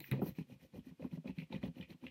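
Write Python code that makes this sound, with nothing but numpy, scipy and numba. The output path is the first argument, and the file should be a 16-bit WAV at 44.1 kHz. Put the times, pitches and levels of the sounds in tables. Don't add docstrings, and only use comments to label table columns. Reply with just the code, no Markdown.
import sys
import numpy as np
from scipy import signal
from scipy.fft import rfft, irfft
from scipy.io import wavfile
from scipy.ndimage import uniform_filter1d
from numba import njit

SR = 44100
rng = np.random.default_rng(int(sys.argv[2]) if len(sys.argv) > 2 else 0)


def level_to_linear(level):
    exponent = np.asarray(level, float) / 20
    return 10 ** exponent


def waveform_to_disk(signal):
    frames = np.transpose(np.atleast_2d(signal))
    scaled = np.clip(frames, -1, 1) * 32767
    samples = np.round(scaled).astype(np.int16)
    wavfile.write(sys.argv[1], SR, samples)


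N = 92610

# start_s, length_s, table_db, paper_db, wax_db
STROKES = [(0.0, 0.14, -69.5, -64.5, -72), (0.084, 0.17, -46.5, -66.5, -81.5),
           (0.212, 0.13, -49.5, -62.5, -65), (0.334, 0.12, -60.5, -66.5, -74),
           (0.457, 0.13, -57.5, -74, -77.5), (0.577, 0.12, -60.5, -73, -76.5),
           (0.714, 0.11, -51.5, -71, -75.5), (0.826, 0.11, -60, -71.5, -76),
           (0.974, 0.13, -51, -69.5, -77.5), (1.091, 0.11, -54, -69, -75), (1.236, 0.1, -48, -66, -76.5),
           (1.337, 0.14, -57.5, -69.5, -76), (1.487, 0.13, -49, -62.5, -77),
           (1.601, 0.11, -45.5, -61.5, -74.5), (1.73, 0.14, -52, -67.5, -76), (1.87, 0.088, -53, -67, -75),
           (2, 0.11, -54, -68, -78)]
# centre_hz, width_hz, level_db
TABLE_MODES = [(135.3, 70, -2), (175, 76, 1), (250, 37.7, 1), (328.5, 60, -6), (390, 180, -11.5),
               (529.6, 100, -7), (739, 370, -11.5), (846, 490, -11)]
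# centre_hz, width_hz, level_db
PAPER_MODES = [(1314, 2000, -5.5), (1950, 320, -3.5), (2450, 158, -1.5), (2953, 820, -1.5),
               (4050, 350, -9.5)]
# centre_hz, width_hz, level_db
WAX_MODES = [(4290, 2900, -1.5), (5800, 1020, -5.5), (9250, 1700, -11), (11500, 8400, -4),
             (13900, 1900, -3)]
# start_s, peak_db, pitch_hz, ring_t60_s, knock_db
BUMPS = [(.008, -53.5, 132.4, 0.26, 0.5), (0.117, -25.5, 134.5, 0.091, -16.5),
         (0.133, -31, 133.8, 0.27, -4.5), (0.194, -37.5, 335, 0.046, -14), (.222, -25.5, 241, 0.024, -9),
         (0.229, -28, 158, 0.036, -41), (0.261, -40, 173, 0.076, -1.5), (0.289, -36, 175, 0.036, -29),
         (0.318, -44, 131, 0.052, -45), (0.386, -33.5, 176, 0.052, -8.5), (.41, -36.5, 164.6, 0.032, -16),
         (0.5, -60.5, 246, 0.13, -17), (0.521, -47, 133.6, 0.16, -12), (0.738, -49, 154, 0.022, -10),
          (0.784, -40.5, 243, 0.042, -27), (0.868, -42, 250, 0.061, -21), (0.913, -46.5, 167, 0.077, -14),
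          (0.997, -48, 250, 0.059, -1), (1.046, -31, 240.7, 0.056, -10.5),
          (1.129, -34.5, 163.3, 0.07, -16.5), (1.176, -37, 163.4, 0.09, -14.5),
          (1.244, -51, 216, 0.074, -5.5), (1.257, -35.5, 232, 0.035, -11.5),
          (1.294, -33.5, 187, 0.075, -12.5), (1.38, -33, 165.6, 0.067, -25.5),
          (1.418, -41, 162.3, 0.093, -11.5), (1.502, -45, 247, 0.066, -9), (1.522, -42, 204, 0.058, -2.5),
          (1.543, -34, 201.6, 0.071, -12.5), (1.6371, -30.5, 200.4, 0.033, -10.5),
          (1.684, -38.5, 167.7, 0.11, -13), (1.766, -47, 268, 0.033, -33),
          (1.799, -40.5, 184.2, 0.055, -15), (1.946, -47.5, 168, 0.046, -11.5),
          (2.039, -43.5, 236, 0.072, -7),
         (.003, -49, 153, 0.01, -2.5),
    (0.09, -52, 244, 0.018, -18),
    (0.237, -36.5, 213, 0.029, -4),
    (.306, -49, 199, 0.026, -23),
    (1.557, -41, 171, 0.039, -22),
    (1.579, -48, 144, 0.073, -32),
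    (1.648, -39, 191.5, 0.057, -14),
    (2.027, -47.5, 240, 0.035, -34),
    (2.051, -50, 250, 0.057, -20),
]
# centre_hz, width_hz, level_db
KNOCK_MODES = [(335, 188, 3), (564, 320, -10.5), (760, 456, -5.5), (990, 380, -13)]
# start_s, peak_db, pitch_hz, crack_db
SNAPS = [(.0034, -47.5, 2200, 6), (.004, -48.5, 4000, -16.5), (0.0418, -46.5, 2060, -26),
         (0.1143, -38.5, 2330, -8.5), (0.1146, -44.5, 3840, -16), (.12, -36, 1950, -33),
         (.351, -60.5, 2360, -25), (.387, -49.5, 2370, -11), (.522, -58, 2450, -28),
         (0.794, -61.5, 3170, -30), (0.87, -69, 2450, -25), (1.023, -55.5, 2460, -25),
         (1.114, -61, 2350, -19), (1.274, -56.5, 3980, -34), (1.277, -47.5, 2270, -34),
         (1.306, -54.5, 2580, -25), (1.3859, -42, 2380, -21), (1.3845, -53, 4050, -30),
         (1.4, -45.5, 2420, -27), (1.42, -51.5, 2440, -30), (1.524, -45, 2310, -23),
         (1.526, -47, 3740, -26), (1.6292, -46, 2100, -20), (1.637, -47.5, 3200, -24),
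         (1.8113, -45, 3100, -29), (1.8264, -46.5, 2400, -32), (1.846, -54.5, 2420, -38),
         (1.903, -55.5, 2170, -20), (2.0661, -44, 2660, -32), (2.082, -51, 2930, -25),
         (.61, -64.5, 2020, -35), (0.7565, -62.5, 2840, -30), (1.027, -59, 1950, -30),
         (1.252, -75, 2190, -30), (1.381, -57, 2270, -32), (1.7836, -55, 2540, -25),
         (1.905, -57, 4050, -35), (1.833, -55, 2560, -35), (2.0671, -46.5, 2130, -37),
         (2.066, -53.5, 3370, -35)]
# start_s, peak_db, pitch_hz
TAPS = [(0.043, -49.5, 1710), (.0425, -47, 2740), (0.115, -48, 1530), (.193, -42, 538),
        (0.387, -54.5, 1800), (.218, -38, 737), (0.219, -47, 1320), (.2205, -31, 375.5), (.499, -57, 540),
        (.648, -59.5, 520), (.744, -54, 506), (1.003, -49.5, 517), (1.026, -46, 580), (1.026, -67, 900),
        (1.11, -76, 970), (1.174, -54.5, 595), (1.245, -51, 552), (1.259, -47.5, 526), (1.294, -61, 970),
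        (1.528, -44, 864), (1.533, -47.5, 519), (1.632, -57, 1035), (1.638, -44, 563), (1.806, -62, 509),
        (1.907, -68, 570), (2.038, -54.5, 960)]
# start_s, length_s, level_db, lower_edge_hz
SLIDES = [
    (-.02, 0.12, -59, 12800),
    (0.117, 0.031, -83, 11200),
    (0.21, 0.039, -57.5, 11500),
    (0.25, 0.054, -52.5, 11400),
    (0.352, 0.016, -72, 11500),
    (0.1121, 0.0024, -39, 11000),
    (.119, 0.0059, -57, 11000),
    (.136, 0.0039, -62, 10900),
]
# start_s, length_s, level_db, pitch_hz
FLECKS = [
    (0.747, .03, -91, 15300),
    (.765, 0.027, -93, 14300),
    (0.85, 0.039, -90, 14100),
    (1.043, .025, -78, 14300),
    (1.127, .03, -85, 15000),
    (1.526, 0.032, -90, 13500),
    (1.635, 0.038, -80, 15600),
    (1.64, 0.022, -84, 14300),
    (1.77, 0.036, -78, 14300),
    (1.885, 0.024, -79, 13900),
]
# frequency_hz, level_db
ROOM_SPECTRUM = [(18, -55), (30, -19), (245, -4.5), (426, -19), (1630, -26.5), (2480, -21), (7270, -32.5),
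                 (14000, -34.5), (16000, -46)]

RISE_SHARE, RISE_POWER, FALL_POWER = 0.49, 1.88, 2.6
SLIPS_PER_S, SLIP_SCATTER_DB, RASP_PER_S, RASP_SCATTER_DB = 900, 2.5, 3000, 3.5
PAPER_LINGER = 0.75
PAPER_PATCH_DB, WAX_PATCH_DB, PATCH_S = 4, 2.5, 0.008
SWAY_HZ, SWAY_DB, SWAY_LAG_S = 77.5, -8, 0.018
BUMP_RISE_S, BUMP_DB = 0.0051, 3
SAG_SHARE, SAG_S = 0.14, 0.0055
KNOCK_S, OVERTONE_DB, MODE_RATIO = 0.011, -7, 1.45
SHEET_SHARE, SNAP_PEAK_S = 0.45, 0.00065
SNAP_TAIL_DB, SNAP_TAIL_S, CRACK_S = -12.5, 0.017, 0.00072
TAP_CYCLES = 1.6
PALM_RISE_SHARE, PALM_POWER, PALM_GRAIN_DB = 0.68, 0.8, 2
FLECK_WIDTH_HZ = 700
ROOM_DB = -76
TOP_HZ = 15800


@njit
def svf(x, hz, width):
    y, band, low = np.empty(len(x)), 0., 0.
    g, k = np.tan(np.pi * hz / SR), width / hz
    for i in range(len(x)):
        v = (band + g * (x[i] - low)) / (1 + g * (g + k))
        band, low, y[i] = 2 * v - band, low + 2 * g * v, k * v
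    return y


def steep(x, hz, width):
    return svf(svf(x, float(hz), float(width)), float(hz), float(width))


def unit(x):
    return x / np.sqrt(np.mean(x ** 2))


def body(x, modes):
    out = 0
    for k, (hz, width, db) in enumerate(modes):
        out = out + (-1) ** k * level_to_linear(db) * unit(steep(x, hz, 1.13 * width))
    return out


def grains(rate, scatter_db):
    when, sign, size = rng.random((3, N))
    slips = (when < rate / SR) * np.sign(sign - 0.5)
    return slips * level_to_linear(scatter_db * np.minimum(-np.log(1 - size), 3.5))


def swell(start, length, share=RISE_SHARE, rise=RISE_POWER, fall=FALL_POWER):
    p = (np.arange(N) / SR - start) / length
    up = np.sin(np.pi / 2 * np.clip(p / share, 0, 1)) ** rise
    down = np.sin(np.pi / 2 * np.clip((1 - p) / (1 - share), 0, 1)) ** fall
    return up * down


def add(out, start, x):
    i = max(int(start * SR), 0)
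    out[i:i + len(x)] += x[:N - i]


def patchy(modes, noise_share, patch_db):
    out, k = 0, int(PATCH_S * SR)
    for mode in modes:
        roughness = unit(uniform_filter1d(uniform_filter1d(rng.standard_normal(N), k), k))
        scrape = unit(grains(RASP_PER_S, RASP_SCATTER_DB)) + noise_share * rng.standard_normal(N)
        patches = unit(level_to_linear(patch_db * np.clip(roughness, -2, 2)))
        out = out + patches * body(scrape, [mode])
    return unit(out)


def rubbing():
    speed = np.array([swell(stroke[0], stroke[1]) for stroke in STROKES])
    table_db, paper_db, wax_db = np.array(STROKES).T[2:5]
    table = level_to_linear(table_db) @ speed
    paper = level_to_linear(paper_db) @ speed ** PAPER_LINGER
    wax = level_to_linear(wax_db) @ speed
    late = uniform_filter1d(np.roll(table, int(SWAY_LAG_S * SR)), 1500)
    sway = late * body(rng.standard_normal(N), [(SWAY_HZ, 40, SWAY_DB)])
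    rumble = table * unit(body(grains(SLIPS_PER_S, SLIP_SCATTER_DB), TABLE_MODES))
    rasp = paper * patchy(PAPER_MODES, 1.0, PAPER_PATCH_DB)
    hiss = wax * patchy(WAX_MODES, 0.98, WAX_PATCH_DB)
    return rumble + sway + rasp + hiss


def bumps():
    out, t = np.zeros(N), np.arange(int(SR / 4)) / SR
    bent = t + SAG_SHARE * SAG_S * (1 - np.exp(-t / SAG_S))
    for s, db, hz, t60, knock_db in BUMPS:
        other_hz = hz * MODE_RATIO ** (1 if hz < 200 else -1)
        tone = np.sin(2 * np.pi * hz * bent)
        tone = tone + level_to_linear(OVERTONE_DB) * np.sin(2 * np.pi * (other_hz * bent + rng.random()))
        decay = np.exp(-np.log(1000) * t / max(t60, 0.01))
        ring = (1 - np.exp(-t / BUMP_RISE_S)) ** 2 * decay * tone
        strike = np.exp(-t / KNOCK_S) * (1 - np.exp(-t / 0.00075))
        knock = body(rng.standard_normal(len(t)) * strike, KNOCK_MODES)
        both = ring / np.abs(ring).max() + level_to_linear(knock_db) * knock / np.abs(knock).max()
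        add(out, s - 0.003, level_to_linear(db + BUMP_DB) * both / 1.55)
    return out


def snaps():
    out, t = np.zeros(N), np.arange(int(SR / 10)) / SR
    for s, db, hz, crack_db in SNAPS:
        hiss, burst, wander = rng.standard_normal((3, len(t)))
        click = burst * np.exp(-((t - 0.0012) / 0.0007) ** 2)
        p = t / SNAP_PEAK_S
        ring = np.e * p * np.exp(-p) * np.sin(2 * np.pi * hz * t)
        sheet = body(click + 1e-9 * hiss, PAPER_MODES)
        grit = hiss * level_to_linear(3.2 * unit(uniform_filter1d(wander, 60)))
        tail = unit(steep(grit, hz, 760)) + 0.3 * unit(body(grit, PAPER_MODES))
        fade = np.exp(-t / SNAP_TAIL_S) * (1 - np.exp(-t / 0.00079))
        crack = level_to_linear(crack_db) * np.exp(-t / CRACK_S) * unit(svf(burst, 12000., 14000.))
        snap = ring + SHEET_SHARE * sheet / np.abs(sheet).max() + crack
        add(out, s, level_to_linear(db) * (snap + level_to_linear(SNAP_TAIL_DB) * fade * tail))
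    return out


def taps():
    out, t = np.zeros(N), np.arange(int(SR / 20)) / SR
    for s, db, hz in TAPS:
        p = t * hz / TAP_CYCLES
        add(out, s - 0.001, level_to_linear(db) * np.e * p * np.exp(-p) * np.sin(2 * np.pi * hz * t))
    return out


def palm():
    out = 0
    for s, length, db, hz in SLIDES:
        edge = signal.ellip(4, 1, 24, hz, "high", fs=SR, output="sos")
        n = signal.sosfilt(edge, rng.standard_normal(N))
        hiss = unit(n + 0.6 * svf(n, 1.1 * hz, 1200.))
        out = out + level_to_linear(db) * swell(s, length, PALM_RISE_SHARE, PALM_POWER, PALM_POWER) * hiss
    grain = unit(uniform_filter1d(rng.standard_normal(N), size=90))
    return out * unit(level_to_linear(PALM_GRAIN_DB * grain))


def flecks():
    out, n = 0, rng.standard_normal(N)
    for s, length, db, hz in FLECKS:
        squeak = unit(body(n, [(hz, FLECK_WIDTH_HZ, 0)]))
        out = out + level_to_linear(db) * swell(s, length, 0.4, 1, 1) * squeak
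    return out


def room():
    log_hz = np.log(np.maximum(np.fft.rfftfreq(N, 1 / SR), 1))
    hz, level_db = np.array(ROOM_SPECTRUM).T
    db = np.interp(log_hz, np.log(hz), level_db)
    return level_to_linear(ROOM_DB) * unit(irfft(rfft(rng.standard_normal(N)) * level_to_linear(db), N))


def scene():
    dry = rubbing() + bumps() + snaps() + taps() + palm() + flecks()
    t = np.arange(int(SR / 5)) / SR
    wash = unit(rng.standard_normal(len(t)) * np.exp(-t / 0.028) * (t > 0.004)) / np.sqrt(len(t))
    return (dry + level_to_linear(-14.5) * signal.fftconvolve(dry, wash)[:N] + room())[None]


def band_limit(x):
    return signal.sosfilt(signal.butter(12, 16680, fs=SR, output="sos"), x)


def record(dry):
    mix = signal.sosfilt(signal.ellip(8, 0.2, 60, TOP_HZ, fs=SR, output="sos"), dry)
    mix = signal.sosfilt(signal.butter(2, 60, "high", fs=SR, output="sos"), mix)
    return band_limit(mix)


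dry = scene()
out = record(dry)
waveform_to_disk(out)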